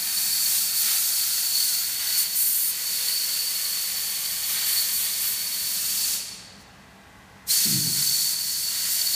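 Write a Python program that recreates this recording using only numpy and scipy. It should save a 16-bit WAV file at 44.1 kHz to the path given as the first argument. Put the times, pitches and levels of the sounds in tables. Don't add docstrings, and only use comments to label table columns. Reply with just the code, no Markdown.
import sys
import numpy as np
from scipy import signal
from scipy.fft import rfft, irfft
from scipy.io import wavfile
from scipy.ndimage import uniform_filter1d

SR = 44100
rng = np.random.default_rng(int(sys.argv[2]) if len(sys.argv) > 2 else 0)


def transcribe(u):
    v = np.clip(np.atleast_2d(u).T, -1, 1)
    q = np.round(v * 32767).astype(np.int16)
    wavfile.write(sys.argv[1], SR, q)


N = 403498
TIME_S, FREQS_HZ = np.arange(N) / SR, np.fft.rfftfreq(N, 1 / SR)
SHUT_S, REOPEN_S = 6.14, 7.457

# frequency in Hz, relative density in dB.
HISS_SPECTRUM = [(500, -48), (1800, -16), (3000, -12.5), (4000, -4), (5200, 0), (7000, 0.5), (9500, -0.5),
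                 (11500, -4.5), (15000, -6)]


def compressed_air():
    # time in seconds, level in dB.
    first_flow = [(.06, -30), (.19, -27), (.38, -27), (.55, -23.6), (.72, -29), (.86, -24.5), (1.05, -25.5),
                  (1.47, -27.8), (1.66, -25.5), (1.97, -31.5), (2.2, -26), (2.29, -33), (2.38, -29),
                  (2.75, -32.5), (2.95, -29), (4.38, -31.5), (4.72, -28), (5.5, -31.5), (6.1, -25.5)]
    second_flow = [(7.56, -21), (7.88, -27), (8.03, -24), (8.31, -25.5), (8.37, -30.5), (8.5, -28),
                   (8.75, -29), (8.95, -25.5), (9.15, -27.5)]
    first_whistle = [(0, -35.5), (.17, -30.5), (.88, -30.5), (1.02, -35.5), (1.6, -29), (1.98, -36.5),
                     (2.14, -27.5), (2.4, -36.5), (2.8, -38), (3.1, -30), (4.36, -36.5), (4.73, -32),
                     (4.79, -26), (4.87, -34.5), (5.7, -35), (6.1, -33)]
    second_whistle = [(7.52, -28), (7.9, -32), (8.17, -27), (8.42, -33), (9.15, -29.5)]
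    tone, overtones = nozzle_whistle()
    first = jet(first_flow, first_whistle, tone, overtones,
                roar_db=-39.5, beam_db=-26.8, overtone_db=-10.7)
    rise_s = 0.05
    valve = np.clip((TIME_S - REOPEN_S) / rise_s, 0, 1) ** 2
    second = jet(second_flow, second_whistle, tone * valve, overtones,
                 roar_db=-44, beam_db=-26, overtone_db=-11)
    return hall_decay(first) + hose_puff() + second * valve


def jet(flow, whistle_levels, tone, overtones, roar_db, beam_db, overtone_db):
    # frequency in Hz, relative density in dB.
    roar_spectrum = [(150, -25), (400, -17), (700, -12.5), (1300, -6), (1900, -0.5), (2700, 0), (3700, 1.5),
                     (5200, -5.5), (9000, -27)]
    beam_spectrum = [(3000, -62), (7000, -11), (9500, -6.5), (11300, -3), (13300, -1.5), (15200, -1.5)]
    # start in seconds, length in seconds, boost in dB.
    swings = [(.76, .07, 4), (2.172, 0.059, 6), (2.355, 0.36, 8.8), (3.05, .1, 2), (4.47, 0.091, 2.5),
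              (4.66, 0.17, 4), (4.93, 0.14, 4), (5.2, 0.14, 5), (7.49, .09, 0), (8.9, 0.076, 4.5),
              (9.03, .12, 3.5)]
    strikes = [(.84, 0.13, 6.5), (1.98, 0.26, 3.5), (2.98, 0.19, 3), (3.3, 1.06, 1), (4.48, 0.32, 5.5),
               (4.78, 0.18, 2), (4.98, 0.12, 4.5), (5.22, .1, 4.5), (7.5, 0.26, 5), (7.97, 0.081, 6),
               (8.7, 0.47, 6)]
    # time in seconds, gain in dB.
    turn_aside = [(5.75, 0.5), (6.14, -5)]
    flow_db, flare_db = envelope_db(flow), swells_db(swings, edge_s=0.0073)
    roar_gain = amp(roar_db + swells_db(strikes, edge_s=0.028) - 0.25 * flare_db)
    usual_flow_db, panel_echo_s = -27.5, 0.0011
    beam_gain = amp(beam_db + 0.96 * (flow_db - usual_flow_db) + flare_db + envelope_db(turn_aside))
    panel_comb = abs(1 + 0.08 * np.exp(-2j * np.pi * FREQS_HZ * panel_echo_s))
    air = amp(flow_db) * noise(spectrum(HISS_SPECTRUM))
    air += roar_gain * noise(spectrum(roar_spectrum)) * flutter(depth_db=0.72, rate_hz=23)
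    air += beam_gain * noise(spectrum(beam_spectrum) * panel_comb) * flutter(depth_db=0.4, rate_hz=22)
    air += amp(envelope_db(whistle_levels)) * tone
    air += amp(overtone_db) * beam_gain * overtones
    return air * flutter(depth_db=0.26, rate_hz=45)


def nozzle_whistle():
    # pitch multiple, noise bandwidth in Hz, relative level in dB.
    core_and_skirt = [(1, 39, -2), (1, 200, -4.5)]
    upper_partials = [(2, 290, -0.5), (3, 410, -3.5)]
    base_hz, creep_hz_per_s, wander_hz = 4457, 1.1, 19
    flat_hz, catch_s, catch_width_s = 283.4, 0.058, 0.004
    building = (TIME_S > REOPEN_S) * (1 - np.tanh((TIME_S - REOPEN_S - catch_s) / catch_width_s)) / 2
    pitch_hz = base_hz + creep_hz_per_s * TIME_S + wander_hz * drift(13.93) - flat_hz * building
    tone = eddy_tones(core_and_skirt, pitch_hz) * flutter(depth_db=1.8, rate_hz=24)
    return tone, eddy_tones(upper_partials, pitch_hz)


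def eddy_tones(partials, pitch_hz):
    cycles = np.cumsum(pitch_hz) / SR
    tone = np.zeros(N)
    for multiple, width_hz, db in partials:
        phase = 2 * np.pi * round(multiple) * cycles
        tone += amp(db) * (drift(width_hz) * np.cos(phase) + drift(width_hz) * np.sin(phase))
    return level_out(tone, window_samples=4000)


def hall_decay(air, near_share=0.48, near_t60_s=0.32):
    # frequency in Hz, T60 in seconds.
    hall_t60 = [(500, 1.8), (2000, 1.9), (4400, 1.28), (7000, 0.99), (10000, 0.75), (15000, 0.42)]
    hz, frame_s, bins = signal.stft(air, SR, nperseg=512, noverlap=384)
    since_s = np.maximum(frame_s - SHUT_S, 0)
    near = amp(-60 * since_s / near_t60_s)
    hall = amp(-60 * since_s / log_interp(hall_t60, hz)[:, None])
    gain = np.sqrt(near_share * near ** 2 + (1 - near_share) * hall ** 2)
    return signal.istft(bins * gain, SR, nperseg=512, noverlap=384)[1][:N]


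def hose_puff(peak_s=6.614, width_s=0.026, level_db=-56):
    return amp(level_db) * np.exp(-((TIME_S - peak_s) / width_s) ** 2) * noise(spectrum(HISS_SPECTRUM))


def housing_thump():
    # frequency in Hz, width in Hz, relative level in dB.
    boom_modes = [(62, 16, -20), (113, 7.1, -7), (131, 17, 0), (155, 9.4, 3.5), (173, 18, -2.5),
                  (209, 25, -8)]
    rattle_modes = [(228, 19, -3.5), (260, 16, -6), (292, 20, -8), (315, 16, -3), (343, 36, -11.5),
                    (444, 46, -25)]
    boom = panel_ring(boom_modes, level_db=-31.5, rise_s=0.02, hold_s=0.14,
                      fall_db_per_s=57, throb_db=3.5)
    rattle = panel_ring(rattle_modes, level_db=-38, rise_s=0.0026, hold_s=0.1,
                        fall_db_per_s=56, throb_db=1)
    return boom + rattle


def panel_ring(modes, level_db, rise_s, hold_s, fall_db_per_s, throb_db):
    start_s, throb_delay_s, throb_period_s = 7.651, 0.11, 0.12
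    since_s = np.maximum(TIME_S - start_s, 0)
    power = sum((amp(db) / (1 + ((FREQS_HZ - hz) / (0.7 * width_hz)) ** 2)) ** 2
                for hz, width_hz, db in modes)
    ring = level_out(noise(np.sqrt(power)), window_samples=1400)
    attack = 1 - np.exp(-since_s / rise_s)
    throb = np.cos(2 * np.pi * (since_s - throb_delay_s) / throb_period_s)
    fall_db = fall_db_per_s * np.maximum(since_s - hold_s, 0)
    return ring * attack * amp(level_db + throb_db * throb - fall_db)


def control_cabinet():
    # time in seconds, gain in dB.
    nearness = [(0, 1.5), (1, -3.5), (2, -1.5), (2.6, -4), (3.3, -2), (6.1, 0.5), (7.4, 1.5), (8.3, 0),
                (9.15, 0)]
    return (drive_hum() + cooling_fan()) * amp(envelope_db(nearness))


def drive_hum(motor_hz=64.87, gain_db=-2.5, pitch_waver=0.00114):
    # frequency in Hz, relative level in dB.
    steady_tones = [(40, -73), (100, -66), (180, -64.5), (199.5, -63), (217, -85), (286, -71.5),
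                    (627.7, -74), (670.7, -65), (842.4, -81), (1111.5, -68), (1614.5, -66), (1886.6, -85),
                    (1936.3, -65), (2034.9, -63.5)]
    # multiple of the rotation rate, relative level in dB.
    motor_orders = [(1, -67.5), (2, -69), (3, -63), (4, -69), (5, -71), (8, -74.5)]
    motor_tones = [(round(order) * motor_hz, db) for order, db in motor_orders]
    warped_s = TIME_S + np.cumsum(pitch_waver * drift(3.1)) / SR
    hum = sum(amp(db) * np.sin(2 * np.pi * (hz * warped_s + rng.random()))
              for hz, db in list(steady_tones) + motor_tones)
    return np.sqrt(2) * amp(gain_db) * hum


def cooling_fan(level_db=-51.8, low_cut_hz=34):
    # frequency in Hz, relative density in dB.
    fan_spectrum = [(15, -48), (25, -17), (59, -7), (163, -5), (197, -5.5), (356, -16.5), (592, -13),
                    (659, -11.5), (714, -12), (986, -10.5), (1220, -13.5), (1980, -13.5), (2150, -17.5),
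                    (8200, -28), (15200, -36)]
    low_cut = 1 / np.sqrt(1 + (low_cut_hz / (FREQS_HZ + 1)) ** 8)
    return amp(level_db) * noise(spectrum(fan_spectrum) * low_cut)


def metal_reflections(x, depth_db=3.5):
    # frequency in Hz, share of the depth.
    depth_shares = [(250, 0.31), (500, 0.77), (3000, 0.46), (4400, 0.12), (12000, 0.37)]
    hz, _, bins = signal.stft(x, SR, nperseg=2048)
    ripple = uniform_filter1d(rng.standard_normal(bins.shape), size=4, axis=0)
    ripple = unit_rms(uniform_filter1d(ripple, size=60, axis=1))
    ripple_db = depth_db * log_interp(depth_shares, hz)[:, None] * ripple
    return signal.istft(bins * amp(ripple_db), SR, nperseg=2048)[1][:N]


def amp(db):
    return 10 ** (np.asarray(db) / 20)


def unit_rms(x):
    return x / np.sqrt(np.mean(x ** 2) + 1e-20)


def level_out(x, window_samples):
    return x / np.sqrt(uniform_filter1d(x ** 2, size=window_samples) + 1e-6)


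def log_interp(rows, hz):
    row_hz, values = np.transpose(rows)
    return np.interp(np.log(hz + 1), np.log(row_hz + 1), values)


def spectrum(rows):
    return amp(log_interp(rows, FREQS_HZ))


def envelope_db(rows):
    return np.interp(TIME_S, *np.transpose(rows))


def swells_db(rows, edge_s):
    return sum(db * (np.tanh((TIME_S - start_s) / edge_s)
                     - np.tanh((TIME_S - start_s - length_s) / edge_s)) / 2
               for start_s, length_s, db in rows)


def noise(bin_gain):
    return unit_rms(irfft(rfft(rng.standard_normal(N)) * bin_gain, N))


def drift(rate_hz):
    return noise(1 / (1 + (FREQS_HZ / rate_hz) ** 2))


def flutter(depth_db, rate_hz):
    return amp(depth_db * drift(rate_hz))


def scene():
    mix = compressed_air() + control_cabinet() + housing_thump()
    return np.tile(metal_reflections(mix), (2, 1))


def record(dry):
    cutoff_hz = 15280
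    taps = signal.firwin(1023, cutoff_hz, window=("kaiser", 8), fs=SR)
    return signal.oaconvolve(dry, taps[None], "same")


dry = scene()
out = record(dry)
transcribe(out)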